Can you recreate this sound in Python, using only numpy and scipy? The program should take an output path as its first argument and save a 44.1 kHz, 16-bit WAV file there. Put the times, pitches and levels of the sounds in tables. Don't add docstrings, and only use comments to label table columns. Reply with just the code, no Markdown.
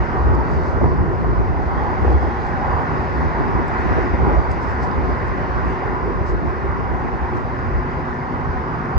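import sys
import numpy as np
from scipy import signal
from scipy.fft import rfft, irfft, next_fast_len
from scipy.io import wavfile
from scipy.ndimage import uniform_filter1d, map_coordinates

SR = 44100
rng = np.random.default_rng(int(sys.argv[2]) if len(sys.argv) > 2 else 0)


def generate_wav(sig):
    pcm = np.round(np.clip(np.atleast_2d(sig).T, -1, 1) * 32767).astype(np.int16)
    wavfile.write(sys.argv[1], SR, pcm)


N = 396018

# (time [s], tyre roar [dB], tyre hiss [dB], swish of far tyres [dB])
TYRE_LEVELS = [(0, -26.5, -33, -53), (.35, -26.5, -35, -57), (.63, -27.5, -35, -54), (1, -28, -37, -58),
               (1.55, -30, -37, -57), (1.8, -26.5, -34, -55.5), (2.4, -28.5, -34, -54),
               (2.77, -24.5, -32.5, -54.5), (3.1, -27, -32, -53), (3.6, -25.5, -33, -55.5),
               (3.78, -27.5, -30, -52.5), (4.02, -26.5, -29, -52), (4.12, -29.5, -32.5, -55),
               (4.3, -23, -31.5, -55), (4.42, -26.5, -33, -55), (4.9, -26.5, -33.5, -55),
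               (5.75, -29, -32, -55.5), (6.05, -26.5, -35, -57.5), (6.3, -31, -36, -57.5),
               (6.7, -28.5, -35, -58), (8.2, -29.5, -35.5, -57.5), (8.98, -26, -35.5, -57.5)]
# (time [s], level [dB])
RUMBLE_LEVELS = [(0, -26.5), (2.5, -29), (4.5, -28), (6.5, -29.5), (8, -29.5), (8.98, -26.5)]
# (time [s], relative level [dB])
DRONE_LEVELS = [(0.0, -35), (0.3, -30.5), (0.77, -31.5), (0.85, -29), (0.9, -34), (1.7, -34.5),
                (2.25, -28.5), (2.3, -37.5), (2.7, -31), (3.88, -34.5), (4.0, -33), (4.08, -40),
                (4.32, -26), (4.45, -32.5), (8.45, -37), (8.98, -37.5)]
# (frequency [Hz], relative spectral density [dB])
ROAR_SPECTRUM = [(290, -34.5), (500, -13.5), (635, -13), (749, -1), (792, -3.5), (1030, -0.5), (1280, -6),
                 (1500, -9.5), (1950, -41.5), (3300, -120)]
HISS_SPECTRUM = [(1100, -22), (1250, -8.5), (1520, -0.5), (1690, -7.5), (1970, -6), (2250, -14),
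                 (2820, -22.5), (3200, -28.5), (3800, -34.5), (4400, -45)]
SWISH_SPECTRUM = [(2900, -16.5), (3500, -3.5), (4200, -3), (4750, 1), (5400, -2.5), (6300, -9.5),
                  (7200, -16), (8200, -23), (9200, -42)]
RUMBLE_SPECTRUM = [(15, -58.5), (25, -11.5), (123, -2.5), (155, -5.5), (214, -6), (253, -5), (325, -10.5),
                   (369, -5), (568, -21), (700, -23.5), (910, -39), (1540, -120)]
DRONE_SPECTRUM = [(400, -13.5), (450, -1), (520, -2), (600, -2.5), (680, -4.5), (760, -20.5)]
# (time [s], centre frequency [Hz], level [dB])
TREAD_BAND = [(0, 902.6, -44.5), (.35, 897.5, -34), (1.1, 856.3, -52.5), (1.55, 736.6, -35.5),
              (1.75, 833, -31), (2.05, 805, -35.5), (2.3, 803, -35.5), (2.7, 782.8, -30), (3.1, 839, -44),
              (3.6, 950, -43), (4.3, 830, -34.5), (4.8, 958, -52), (5.6, 1067, -37.5), (6.2, 1002, -49),
              (6.9, 778.6, -35.5), (7.5, 790, -42), (8.1, 858, -61), (8.7, 880, -44)]
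# (time [s], centre frequency [Hz], level [dB])
WHINE_BAND = [(1.65, 3210, -88), (1.78, 3270, -58), (1.92, 3270, -67), (2.2, 3320, -60), (2.5, 3270, -61),
              (2.65, 3320, -93)]

# (centre time [s], half length [s], thump [dB], flutter [dB], boom [dB])
GUST_SWELLS = [(0.0, 0.032, -16.5, -20, -28.5), (0.19, 0.036, -18, -31, -33.5),
               (0.33, 0.11, -13.5, -19.5, -28.5), (0.52, .03, -21, -24, -32.5),
               (0.828, .022, -14.5, -19, -25), (0.87, .025, -13.5, -20, -27), (0.93, .025, -17, -24, -27),
               (1.01, 0.023, -14, -25, -31.5), (1.09, 0.017, -20.5, -29.5, -32),
               (1.29, 0.057, -19, -27, -40), (1.41, .06, -14.5, -24, -31.5), (1.78, 0.017, -22.5, -26, -37),
               (2.05, .05, -12, -20, -32.5), (2.118, 0.03, -12, -17.5, -24),
               (2.158, 0.03, -12.5, -21.5, -29), (2.23, .025, -17.5, -20.5, -26.5),
               (2.275, 0.035, -16, -23.5, -29.5), (2.94, .05, -24, -29, -34.5),
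               (3.23, 0.081, -18, -28.5, -34), (3.39, .04, -24.5, -28, -35), (3.57, 0.036, -19, -22.5, -30),
               (3.9, 0.044, -19, -22.5, -32.5), (4.01, 0.057, -19.5, -17, -26),
               (4.145, 0.017, -17, -24, -33.5), (4.22, 0.034, -15.5, -18, -26.5),
               (4.285, .03, -15.5, -19.5, -23), (4.335, .03, -15.5, -20, -24.5),
               (4.385, 0.027, -13, -25.5, -30), (4.5, 0.023, -16.5, -31, -39),
               (4.67, 0.023, -21, -26.5, -35), (4.84, 0.031, -23, -26.5, -36.5),
               (4.99, 0.024, -19, -27, -30.5), (5.08, 0.06, -20.5, -24.5, -26.5),
               (5.31, 0.027, -22, -35, -36), (5.71, 0.031, -24.5, -30.5, -31),
               (5.93, 0.055, -26.5, -31.5, -33), (6.08, 0.041, -26, -34, -27.5),
               (6.34, 0.066, -18, -25.5, -32.5), (6.47, 0.04, -23, -29, -37),
               (6.66, 0.021, -28, -30, -27.5), (6.93, 0.043, -20, -25, -39),
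               (7.05, 0.027, -24, -20.5, -37.5), (7.15, 0.026, -22, -32.5, -31.5),
               (7.24, .03, -21, -31, -34.5), (7.36, 0.051, -26, -28, -34), (7.77, .06, -19, -42, -36.5),
               (7.97, 0.032, -24.5, -40.5, -41), (8.57, 0.05, -21, -41, -45),
               (8.98, 0.026, -8.5, -36, -39.5)]
# (time [s], thump [dB], flutter [dB])
BREEZE_LEVELS = [(0, -23.5, -30), (1.2, -19.5, -25), (1.6, -23, -25), (2.6, -24.5, -32), (3.3, -25, -25),
                 (4.1, -23, -26), (5.2, -24.5, -31), (6.6, -27, -28.5), (7.6, -27, -38.5), (8.2, -36, -48),
                 (8.5, -26.5, -42), (8.98, -37, -40)]
# (time [s], frequency [Hz])
SWING_PITCH = [(0, 57.4), (.33, 57.8), (.85, 64.05), (1.3, 56.2), (1.8, 55.05), (2.1, 62), (3.2, 67.8),
               (3.9, 62), (4.2, 60.1), (4.38, 54.8), (4.7, 66), (5.08, 55.1), (5.7, 55.7), (6.33, 52),
               (6.6, 66.3), (6.93, 53), (7.3, 68.2), (7.77, 50.84), (8.5, 70.05), (8.98, 58.1)]
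# (time [s], peak level [dB], ring frequency [Hz])
RINGING_ACCENTS = [(0.812, -9.5, 614), (0.84, -11, 370), (0.856, -15, 900), (1.244, -13, 704),
                   (2.048, -10, 420), (2.076, -13, 785), (2.114, -10, 342), (2.227, -12.5, 351),
                   (2.645, -13.5, 748), (3.981, -8.5, 339), (4.296, -11.5, 793), (4.371, -12, 600)]
# (frequency [Hz], relative spectral density [dB])
THUMP_SPECTRUM = [(20, -27.5), (35, -14), (55, -3), (80, -1.5), (120, -11), (170, -24), (260, -47)]
FLUTTER_SPECTRUM = [(70, -20), (110, 1.5), (150, 1), (200, -3), (270, -4), (360, -11), (500, -19),
                    (700, -17), (1000, -34.5), (1400, -59)]
BOOM_SPECTRUM = [(280, -20), (340, 0), (400, -2.5), (470, -9), (580, -21.5)]
ACCENT_SPECTRUM = [(200, -16.5), (350, -2), (800, 6), (1200, -1.5), (1800, -22.5)]

# (frequency [Hz], steady level [dB], unsteadiness [0-1],
# swell centre [s], swell half length [s], swell level [dB])
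HUM_TONES = [(150.9, -47, 1, 3.13, 0.49, -33.5), (250, -46, .35, 8.08, 0.55, -36),
             (130.1, -50, 1, 7.9, 0.27, -39), (157.4, -51.5, 1, 8.5, 0.86, -37),
             (362.2, -41.5, .35, 7.8, 2.6, -39), (391, -48, 0.8, 6.5, 2, -42)]
# (time [s], peak of the bright edge [dB], relative cavity ring [dB])
HAND_TICKS = [(0.3506, -48.5, 6), (0.973, -54, -3), (2.0163, -57, 2), (2.228, -46, -5), (3.4804, -61, 15),
              (3.681, -42.5, -4), (3.6865, -56, 4), (4.5032, -55, -1), (4.5134, -40, -5), (4.5165, -38, -1),
              (4.5242, -51, -3), (4.5294, -51, -7), (4.7145, -49, -5), (4.8085, -56, 6), (4.8214, -54, 6),
              (4.8336, -49, 5), (4.8405, -60, 6), (4.8475, -52, 5), (4.868, -52, -3), (4.9144, -61, 20),
              (5.2816, -46, -3)]
# (centre time [s], length [s], level [dB])
SKIN_STROKES = [(0.524, .061, -56), (.67, 0.065, -57), (2.123, .031, -56), (2.464, 0.05, -57),
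                (4.528, 0.046, -58), (4.633, 0.03, -55), (4.698, 0.05, -54), (4.84, 0.044, -53),
                (5.29, 0.03, -60), (5.701, 0.065, -59), (6.29, 0.052, -53.5), (7.378, .051, -61)]
# (frequency [Hz], relative spectral density [dB])
FRICTION_SPECTRUM = [(3000, -30), (4200, -2), (5000, 1.5), (6500, -7), (8000, -12.5), (10000, -34),
                     (14000, -41)]
# (frequency [Hz], relative spectral density [dB])
HIGH_HISS_SPECTRUM = [(7500, -16.5), (8800, 4.5), (10000, 4), (11500, -4.5), (13500, -5), (15000, -9)]

# (frequency [Hz], coherence [0-1], left phase lead [rad], left minus right [dB])
AIR_COHERENCE = [(40, .7, -.5, -.8), (130, .7, -.2, 0), (260, .82, -.2, 1.3), (350, .84, -.1, 3.5),
                 (450, .84, -.6, 1.3), (600, .68, -1, -2), (800, .7, -.6, -2.6), (1000, .62, -1.1, -2),
                 (1250, .55, -2.6, -3.8), (1560, .45, -3.4, -1), (1640, .15, -4.8, 2), (1700, .76, -6.2, 6),
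                 (1900, .9, -6.2, 3), (2200, .55, -5.8, 3), (2700, .3, -5.6, 3.3), (3300, .12, -4.5, 1),
                 (3900, .52, -6, .2), (4700, .56, -6.3, 1), (5600, .08, -7.6, 3.4), (6800, .8, -6.3, -1),
                 (8000, .25, -7.1, -1), (9500, .8, -9.4, 0), (10800, .9, -9.4, 0), (12000, .95, -12.5, 0)]
WIND_COHERENCE = [(30, .78, -1.25, -.9), (60, .76, -1.45, -.7), (90, .76, -1.95, -.5), (130, .82, -2.8, 0),
                  (190, .85, -2.8, -1), (260, .75, -2.6, -2.5), (340, .75, -.8, -2.5), (500, .92, -.6, -.5),
                  (800, .75, -.8, -3.5), (1200, .3, -1.5, -4)]


def traffic():
    roar_db, hiss_db, swish_db = curves(TYRE_LEVELS)
    rumble = amp(curves(RUMBLE_LEVELS)[0]) * noise_pair(RUMBLE_SPECTRUM, patchy_db=1.5)
    roar = amp(roar_db) * noise_pair(ROAR_SPECTRUM, patchy_db=1.23)
    hiss = amp(hiss_db) * noise_pair(HISS_SPECTRUM, patchy_db=1.13)
    swish = amp(swish_db) * noise_pair(SWISH_SPECTRUM, patchy_db=1.5)
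    drone = amp(curves(DRONE_LEVELS)[0] - 2.0) * noise_pair(DRONE_SPECTRUM, patchy_db=0.5)
    return rumble + drone + roar + hiss + swish + tread_song() + whine()


def tread_song():
    return narrowband(TREAD_BAND, half_width_hz=60)


def whine():
    return narrowband(WHINE_BAND, half_width_hz=28)


def wind():
    eddies = amp(2.5 * wobble(rate_hz=16))
    thump_db, flutter_db = curves(BREEZE_LEVELS)
    breeze_thump = amp(thump_db) * eddies
    breeze_flutter = amp(flutter_db) * eddies ** .4
    breeze_boom = amp(-8.5) * breeze_flutter
    gust_thump, gust_flutter, gust_boom = swells(GUST_SWELLS, steepness=2.2)
    breeze_thump *= breeze_thump / np.hypot(breeze_thump, gust_thump)
    thump = gust_thump * pressure_swing() + breeze_thump * noise_pair(THUMP_SPECTRUM, patchy_db=0.5)
    lumps = amp(2.9 * wobble(rate_hz=35))
    lumpy_noise = unit(lumps * noise_pair(FLUTTER_SPECTRUM, patchy_db=1.9))
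    flutter = np.hypot(breeze_flutter, gust_flutter) * lumpy_noise
    boom = np.hypot(breeze_boom, gust_boom) * noise_pair(BOOM_SPECTRUM, patchy_db=2.5)
    return at_ports(thump + flutter + boom + accents(), WIND_COHERENCE)


def pressure_swing(power_share=0.86, wander=0.0804):
    hz = curves(SWING_PITCH)[0] * (1 + wander * wobble(rate_hz=16))
    swing = np.sqrt(2) * np.sin(2 * np.pi * np.cumsum(hz) / SR)
    share = power_share * np.array([[1], [0]])
    return np.sqrt(share) * swing + np.sqrt(1 - share) * noise_pair(THUMP_SPECTRUM, patchy_db=2.0)


def accents(rise_s=.002):
    noise = noise_pair(ACCENT_SPECTRUM, patchy_db=-0.5)
    out, t = np.zeros((2, N)), np.arange(1200) / SR
    envelope = t / rise_s * np.exp(1 - t / rise_s)
    for s, db, hz in RINGING_ACCENTS:
        span = slice(round(s * SR), round(s * SR) + len(t))
        ring = np.sqrt(2) * np.sin(2 * np.pi * hz * t) * np.array([[1], [0]])
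        burst = (ring + noise[:, span]) * envelope
        out[:, span] += amp(db) * burst / np.abs(burst[0]).max()
    return out


def machine_hum():
    out, t = np.zeros(N), np.arange(N) / SR
    for hz, db, waver, *swell in HUM_TONES:
        level = np.hypot(amp(db), swells([swell])[0]) * amp(2.5 * waver * wobble(6))
        drift = waver * (0.8 * wobble(6) + 0.66 * wobble(25))
        out += level * np.sqrt(2) * np.sin(2 * np.pi * hz * t + drift)
    return out


def ticks(cavity_hz=4900, cavity_t60_s=0.009, edge_t60_s=0.01):
    out, t = np.zeros(N + SR), np.arange(300) / SR
    bright = signal.butter(3, [4800, 8600], "bandpass", fs=SR, output="sos")
    rise = 1 - np.exp(-t / .0003)
    cavity = 2 * np.sin(2 * np.pi * cavity_hz * t) * amp(-60 * t / cavity_t60_s) * rise
    for s, db, cavity_db in HAND_TICKS:
        crack = 0.28 * rng.standard_normal(len(t)) * amp(-60 * t / edge_t60_s)
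        edge = signal.sosfilt(bright, (t == 0) + crack)
        out[round(s * SR):][:len(t)] += amp(db) * (amp(cavity_db) * cavity + edge / np.abs(edge).max())
    return out[:N]


def rustles():
    t = np.arange(N) / SR
    strokes = sum(amp(db) * np.exp(-2 * ((t - s) / length) ** 2) for s, length, db in SKIN_STROKES)
    grains = rng.standard_normal((2, N)) * amp(2.8 * wobble(rate_hz=250))
    return strokes * unit(filtered(grains, passband(FRICTION_SPECTRUM)))


def at_ports(pair, ports):
    def mixing(hz):
        coherence, lead, balance_db = over_frequency(ports, hz)
        left, right = amp(balance_db / 2), amp(-balance_db / 2)
        common = right * coherence * np.exp(-1j * lead)
        separate = right * np.sqrt(1 - coherence ** 2)
        return np.array([[left, 0 * hz], [common, separate]])
    return filtered(pair, mixing).sum(axis=1)


def noise_pair(spectrum, patchy_db):
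    cells = signal.stft(rng.standard_normal((2, N)), nperseg=1024)[2]
    patches = uniform_filter1d(rng.standard_normal(cells.shape[1:]), size=10, axis=0)
    patches = uniform_filter1d(patches, size=8, axis=1)
    pair = signal.istft(cells * amp(patchy_db * unit(patches)), nperseg=1024)[1][:, :N]
    return unit(filtered(pair, passband(spectrum)))


def narrowband(rows, half_width_hz):
    centre_hz, db = curves(rows)
    lowpass = signal.butter(2, half_width_hz, fs=SR, output="sos")
    in_phase, quadrature = signal.sosfilt(lowpass, rng.standard_normal((2, 2, N)))
    phase = 2 * np.pi * np.cumsum(centre_hz) / SR
    return amp(db) * unit(in_phase * np.cos(phase) + quadrature * np.sin(phase))


def swells(rows, steepness=2):
    t = np.arange(0, N, 64) / SR
    centre, half_length, *levels = np.transpose(rows)
    bells = np.exp(-np.abs((t - centre[:, None]) / half_length[:, None]) ** steepness)
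    return [np.interp(np.arange(N) / SR, t, np.sqrt(amp(db) ** 2 @ bells ** 2)) for db in levels]


def wobble(rate_hz):
    knots = rng.standard_normal(int(N * rate_hz / SR) + 4)
    coarse = np.arange(0, N + 32, 32)
    return np.interp(np.arange(N), coarse, map_coordinates(knots, [coarse * rate_hz / SR]))


def filtered(x, response):
    size = next_fast_len(N + 8192)
    return irfft(rfft(x, size) * response(np.fft.rfftfreq(size, 1 / SR)), size)[..., :N]


def passband(spectrum):
    return lambda hz: amp(over_frequency(spectrum, hz)[0]) * (hz > spectrum[0][0]) * (hz < spectrum[-1][0])


def over_frequency(rows, hz):
    row_hz, *columns = np.transpose(rows)
    return [np.interp(np.log(hz + 1), np.log(row_hz + 1), column) for column in columns]


def curves(rows):
    times, *columns = np.transpose(rows)
    return [np.interp(np.arange(N) / SR, times, column) for column in columns]


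def amp(db):
    return 10 ** (np.asarray(db) / 20)


def unit(x):
    return x / np.sqrt(np.mean(x ** 2) + 1e-20)


def scene():
    air = traffic() + rustles() + machine_hum() * np.array([[1], [.3]])
    return at_ports(air, AIR_COHERENCE) + wind() + ticks() * amp([[-.6], [.6]])


def record(dry, ceiling=.93, band_limit_hz=15200):
    high_hiss = amp(-81.0) * at_ports(noise_pair(HIGH_HISS_SPECTRUM, patchy_db=3.5), AIR_COHERENCE)
    rounded = dry / (1 + np.abs(dry / ceiling) ** 8) ** (1 / 8)
    fade_in = np.minimum(np.arange(N) / 200, 1)
    return filtered((rounded + high_hiss) * fade_in, lambda hz: hz < band_limit_hz)


dry = scene()
out = record(dry)
generate_wav(out)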